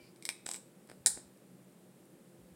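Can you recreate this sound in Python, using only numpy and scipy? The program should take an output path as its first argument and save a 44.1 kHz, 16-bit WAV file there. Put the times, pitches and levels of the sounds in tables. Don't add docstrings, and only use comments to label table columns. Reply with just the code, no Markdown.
import sys
import numpy as np
from scipy import signal
from scipy.fft import rfft, irfft
from scipy.io import wavfile
from scipy.ndimage import uniform_filter1d, minimum_filter1d

SR = 44100
rng = np.random.default_rng(int(sys.argv[2]) if len(sys.argv) > 2 else 0)


def to_wav(s):
    ch = np.atleast_2d(s).T
    pcm = np.round(np.clip(ch, -1, 1) * 32767)
    wavfile.write(sys.argv[1], SR, pcm.astype(np.int16))


N = 112454


def amp(db):
    return 10 ** (np.asarray(db) / 20)


def unit(x):
    return x / np.sqrt(np.mean(x ** 2) + 1e-20)


def packet(x):
    return x / (np.linalg.norm(x) + 1e-20)


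def read(points, hz):
    f, value = np.transpose(points)
    return np.interp(np.log(hz + 1), np.log(f + 1), value)


def add(mix, s, sound):
    part = mix[max(round(s * SR), 0):][:len(sound)]
    part += sound[:len(part)]


def noise(colour):
    spectrum = rfft(rng.standard_normal(N))
    gain = amp(read(colour, np.fft.rfftfreq(N, 1 / SR)))
    return unit(irfft(spectrum * gain, N))


def body(colour, tilt_db=0, size=2048):
    hz = abs(np.fft.fftfreq(size, 1 / SR))
    octaves = np.log2(np.maximum(hz, 300) / 4000)
    log_gain = np.log(amp(read(colour, hz) + tilt_db * octaves))
    response = np.fft.ifft(np.exp(np.conj(signal.hilbert(log_gain)))).real
    return packet(response[:size // 2])


RATTLE_DB, RATTLE_S = -16, 0.005


def contact(s, scrape_s, crack_s, rattle_db=RATTLE_DB, rattle_s=RATTLE_S, hold_s=0, size=2048, count=8):
    t = (np.arange(size) - size // 4) / SR
    after = np.maximum(t - hold_s, 0)
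    rise = np.exp(-abs(t) / max(scrape_s, 1 / SR))
    decay = np.maximum(np.exp(-after / crack_s), amp(rattle_db) * np.exp(-after / rattle_s))
    shape = np.where(t < 0, rise, decay)
    force = shape * rng.standard_normal(size)
    for _ in range(count):
        force = irfft(np.exp(1j * np.angle(rfft(force))))
        local_rms = np.sqrt(abs(uniform_filter1d(force ** 2, size=24)) + 1e-14)
        force = shape * np.tanh(force / local_rms)
    out = np.zeros(N)
    add(out, s + t[0], packet(force))
    return out


def strike(force, colour, tilt_db=0):
    return signal.oaconvolve(force, body(colour, tilt_db))[:N]


def catches(rows, colour, crack_s):
    out = np.zeros(N)
    for s, db, scrape_s, tilt_db in rows:
        out += amp(db) * strike(contact(s, scrape_s, crack_s), colour, tilt_db)
    return out


def ring(hz, db, t60, waver_hz=0):
    t = np.arange(SR // 2) / SR
    pitch = hz + waver_hz * unit(uniform_filter1d(rng.standard_normal(len(t)), size=300))
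    return amp(db - 60 * t / t60) * np.sin(2 * np.pi * np.cumsum(pitch) / SR)


# (frequency [Hz], relative gain [dB])
SNAP_COLOUR = [(100, -21.5), (400, -18), (680, -21.5), (860, -13), (1100, -30), (1450, -16), (1850, -9.5),
               (2060, -21), (2280, -12.5), (2750, -29), (3900, -7.5), (4450, -9.5), (5050, -4.5),
               (6200, -11), (7650, 2.5), (8250, 0.5), (9000, 2.5), (10100, -5.5), (11500, -16.5),
               (16000, -28)]
# (time [s], level relative to the direct snap [dB])
SNAP_REFLECTIONS = [(1.0683, -8), (1.0715, -10.5), (1.0730, -13), (1.0773, -16)]
SNAP_S, SNAP_CRACK_S, SNAP_HOLD_S = 1.0614, 0.0004, 0.001


def snap():
    force = contact(SNAP_S, 0.0002, SNAP_CRACK_S, rattle_db=-10, hold_s=SNAP_HOLD_S)
    for s, db in SNAP_REFLECTIONS:
        force = force + amp(db) * contact(s, 0, SNAP_CRACK_S, hold_s=SNAP_HOLD_S)
    add(force, SNAP_S, diffuse(tail_db=-9, scatter_db=-15))
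    return strike(force, SNAP_COLOUR)


# (time [s], relative level [dB], scrape before the catch [s],
# treble tilt [dB per octave], knock frequency [Hz], relative knock level [dB])
TEETH = [(0.4648, -20.5, 0.00152, -.5, 1550, -33), (0.4902, -22, 0.00138, 0, 785, -32.5),
         (0.5144, -19.5, .001, 2.5, 1010, -46.5), (0.5372, -26, 0.00043, 4.5, 2300, -48),
         (0.5440, -26, 0.0016, 0, 2320, -39), (0.5509, -32, 0.0018, -1, 1500, -50),
         (0.5613, -29.5, .0004, 3, 2180, -48), (0.569, -39, 0.0014, 0, 2260, -61)]
# (frequency [Hz], relative gain [dB])
TOOTH_COLOUR = [(100, -8), (400, -3.5), (830, -6.5), (1100, -7.5), (1550, -4.5), (2300, -2), (2750, -13),
                (3900, 0), (4450, -7), (5100, 0), (6600, -9), (7900, 9), (9500, -4.5), (11500, -16),
                (16000, -32)]


def ratchet():
    out = catches([row[:4] for row in TEETH], TOOTH_COLOUR, crack_s=0.0012)
    for s, _, _, _, hz, db in TEETH:
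        add(out, s, amp(db) * packet(ring(hz, 0, t60=0.0156)))
    return out


# (frequency [Hz], relative gain [dB])
RUB_COLOUR = [(200, -10), (800, -1), (1200, -11), (2200, -11), (2800, -2), (5000, -7), (6600, -0.5),
              (8000, 2.5), (9300, -12), (11000, -2), (16000, -11)]
RUB_START_S, RUB_END_S, RUB_FADE_S = 0.466, 0.573, 0.008
GRAINS_PER_S, SPREAD_DB = 1800, 9.5


def rub():
    t = np.arange(N) / SR
    slips = rng.random(N) < GRAINS_PER_S / SR
    signs = rng.choice([-1., 1.], N)
    sizes = amp(SPREAD_DB * np.minimum(rng.exponential(1, N), 3))
    grinding = unit(strike(slips * signs * sizes, RUB_COLOUR))
    turning = np.clip(np.minimum(t - RUB_START_S, RUB_END_S - t) / RUB_FADE_S, 0, 1)
    return amp(-64) * turning * grinding


# (time [s], relative level [dB], scrape before the blow [s], treble tilt [dB per octave])
KNOCKS = [(0.8745, -48, .002, 3.5), (0.8905, -44, .002, -3), (0.8988, -35, 0.0013, -2),
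          (0.9150, -33.5, .001, -3.5), (1.1745, -31, .002, -5.5), (1.374, -52, .001, 6),
          (2.055, -52, .001, 9)]
# (frequency [Hz], relative gain [dB])
KNOCK_COLOUR = [(100, -9.5), (400, 1), (800, -0.5), (1100, -6.5), (1600, 1.5), (2300, -2), (2800, -10),
                (4500, -5), (5200, -1), (6300, -17), (8600, 1.5), (11000, -10), (16000, -22)]


def knocks():
    return catches(KNOCKS, KNOCK_COLOUR, crack_s=0.0022)


# (time [s], relative level [dB], casing ring relative to the click [dB],
# treble tilt [dB per octave])
CLICKS = [(0.1604, -47.5, -10, -1.5), (0.2245, -35, -5.5, 1.5), (0.2531, -20, -16.5, 0.5),
          (0.2903, -16.5, -2.5, -1)]
# (frequency [Hz], relative gain [dB])
CLICK_COLOUR = [(100, -36), (500, -22), (950, -10.5), (1200, -23), (2150, 0.5), (2700, -17), (3000, -9.5),
                (3800, 1.5), (4450, -5.5), (5200, 0.5), (6800, -12.5), (8200, 4), (9700, -3), (11000, -16),
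                (12200, -12), (16000, -25)]
# (frequency [Hz], relative level [dB], 60 dB decay time [s])
CASING = [(2310, 8, 0.028), (2304, 17, 0.013), (3700, -26, 0.0056), (4730, -5, 0.013), (5400, -23, .008)]


def clicks():
    blows, ringing = np.zeros(N), np.zeros(N)
    casing = packet(sum(ring(*mode) for mode in CASING))
    for s, db, ring_db, tilt_db in CLICKS:
        force = contact(s, 0, crack_s=0.0015)
        blows += amp(db) * strike(force, CLICK_COLOUR, tilt_db)
        add(ringing, s, amp(db + ring_db) * casing)
    return kitchen(blows, wet_db=-3, echo_db=-5) + kitchen(ringing, wet_db=-3, echo_db=-11)


# (start time [s], frequency [Hz], level [dB], 60 dB decay time [s])
RINGS = [(0.0, 2343, -61, 0.28), (0.0, 3030, -71.5, 0.35), (0.29, 2106, -69, .8), (0.29, 2550, -63.5, .8),
         (0.29, 3780, -70.5, 0.95)]
# (frequency [Hz], relative gain [dB])
SLIDE_COLOUR = [(1500, -20), (2400, -3), (3600, -18), (4750, 0), (5300, -8), (6300, -20), (12000, -24)]
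SLIDE_S, SLIDE_WIDTH_S = 0.05, 0.042


def metal():
    swell = np.exp(-((np.arange(N) / SR - SLIDE_S) / SLIDE_WIDTH_S) ** 2 / 2)
    out = amp(-67) * noise(SLIDE_COLOUR) * swell
    for s, hz, db, t60 in RINGS:
        add(out, s, ring(hz, db, t60, waver_hz=7))
    return out


# (centre time [s], level [dB], frequency [Hz], half-length to 1/e [s])
BUMPS = [(0.029, -65.5, 69.5, 0.013), (0.138, -58, 353, 0.013), (0.844, -50.5, 203, .008),
         (1.008, -53.5, 110, 0.0045), (1.145, -61.5, 62, 0.032), (1.265, -63, 75, 0.014),
         (1.55, -53.5, 179, 0.016), (2.138, -56, 157, 0.0072), (2.28, -53, 174, .008),
         (2.39, -60.5, 118, 0.0085), (2.432, -65, 60, 0.027), (2.531, -61, 74.2, 0.016)]


def bumps():
    t = np.arange(N) / SR
    out = np.zeros(N)
    for s, db, hz, length in BUMPS:
        envelope = np.exp(-((t - s) / length) ** 2)
        out += amp(db) * envelope * np.sin(2 * np.pi * (hz * (t - s) + rng.random()))
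    return out


# (frequency [Hz], relative density [dB per Hz])
ROOM_TONE = [(15, -62), (25, -34), (59, -21.5), (91, -31.5), (116, -12.5), (152, -10.5), (183, -4),
             (215, -8), (267, -6.5), (313, -8.5), (340, -8), (399, -10.5), (598, -13.5), (684, -21.5),
             (782, -18.5), (919, -23.5), (6210, -35), (8350, -28), (15500, -36.5)]
# (frequency [Hz], level [dB], full width at half amplitude [Hz])
HUM = [(131.5, -73.5, 10), (183.7, -67.5, 27), (346.5, -71.5, 12), (514.6, -77.5, 8)]


def background():
    f = np.fft.rfftfreq(N, 1 / SR)
    hum = np.zeros(N)
    for hz, db, width in HUM:
        resonance = 1 / (1 + (2 * (f - hz) / width) ** 2)
        hum += amp(db) * unit(irfft(rfft(rng.standard_normal(N)) * resonance, N))
    return amp(-61.5) * noise(ROOM_TONE) + hum


# (frequency [Hz], 60 dB decay time [s])
TAIL_T60 = [(200, 0.45), (1000, 0.34), (2500, 0.45), (5000, .33), (8500, 0.28), (15000, 0.2)]
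# (frequency [Hz], relative gain [dB])
TAIL_COLOUR = [(200, -6.5), (1000, -2), (2400, -10.5), (4000, -5), (5000, -5.5), (8500, -0.5), (15000, 2.5)]


def diffuse(tail_db, scatter_db):
    size = SR // 2
    t = np.arange(size) / SR
    hz, when, z = signal.stft(rng.standard_normal(size), SR, nperseg=256)
    decay_db = 60 * when / read(TAIL_T60, hz)[:, None]
    z = z * amp(read(TAIL_COLOUR, hz)[:, None] - decay_db)
    fade_in = np.clip(t / 0.011 - 0.5, 0, 1)
    tail = packet(signal.istft(z, SR, nperseg=256)[1][:size] * fade_in)
    scatter = packet(rng.standard_normal(size) * (t > 0.007) * np.exp(-t / 0.012))
    return amp(tail_db) * tail + amp(scatter_db) * scatter


# (delay [s], relative level [dB])
ECHOES = [(.0068, -8.5), (.0077, -13.5), (.0096, -9.5), (.0114, -7), (.0161, -14.5)]


def kitchen(x, wet_db, echo_db):
    response = diffuse(tail_db=wet_db - 7, scatter_db=wet_db - 9.5)
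    for delay, db in ECHOES:
        add(response, delay, amp([db + echo_db]))
    return x + signal.fftconvolve(x, response)[:N]


def scene():
    turn = ratchet() + rub() + knocks()
    near = snap() + kitchen(turn, wet_db=-2.5, echo_db=-14.5) + clicks()
    return (amp(8) * near + metal() + bumps() + background())[None]


CEILING = 0.42


def record(dry):
    dry = signal.sosfilt(signal.butter(2, 45, "high", fs=SR, output="sos"), dry)
    needed = CEILING / np.maximum(abs(dry), CEILING)
    gain = uniform_filter1d(minimum_filter1d(needed, size=131), size=131)
    low_pass = signal.firwin(511, 16000, window=("kaiser", 9), fs=SR)
    return signal.oaconvolve(dry * gain, low_pass[None], "same")


dry = scene()
out = record(dry)
to_wav(out)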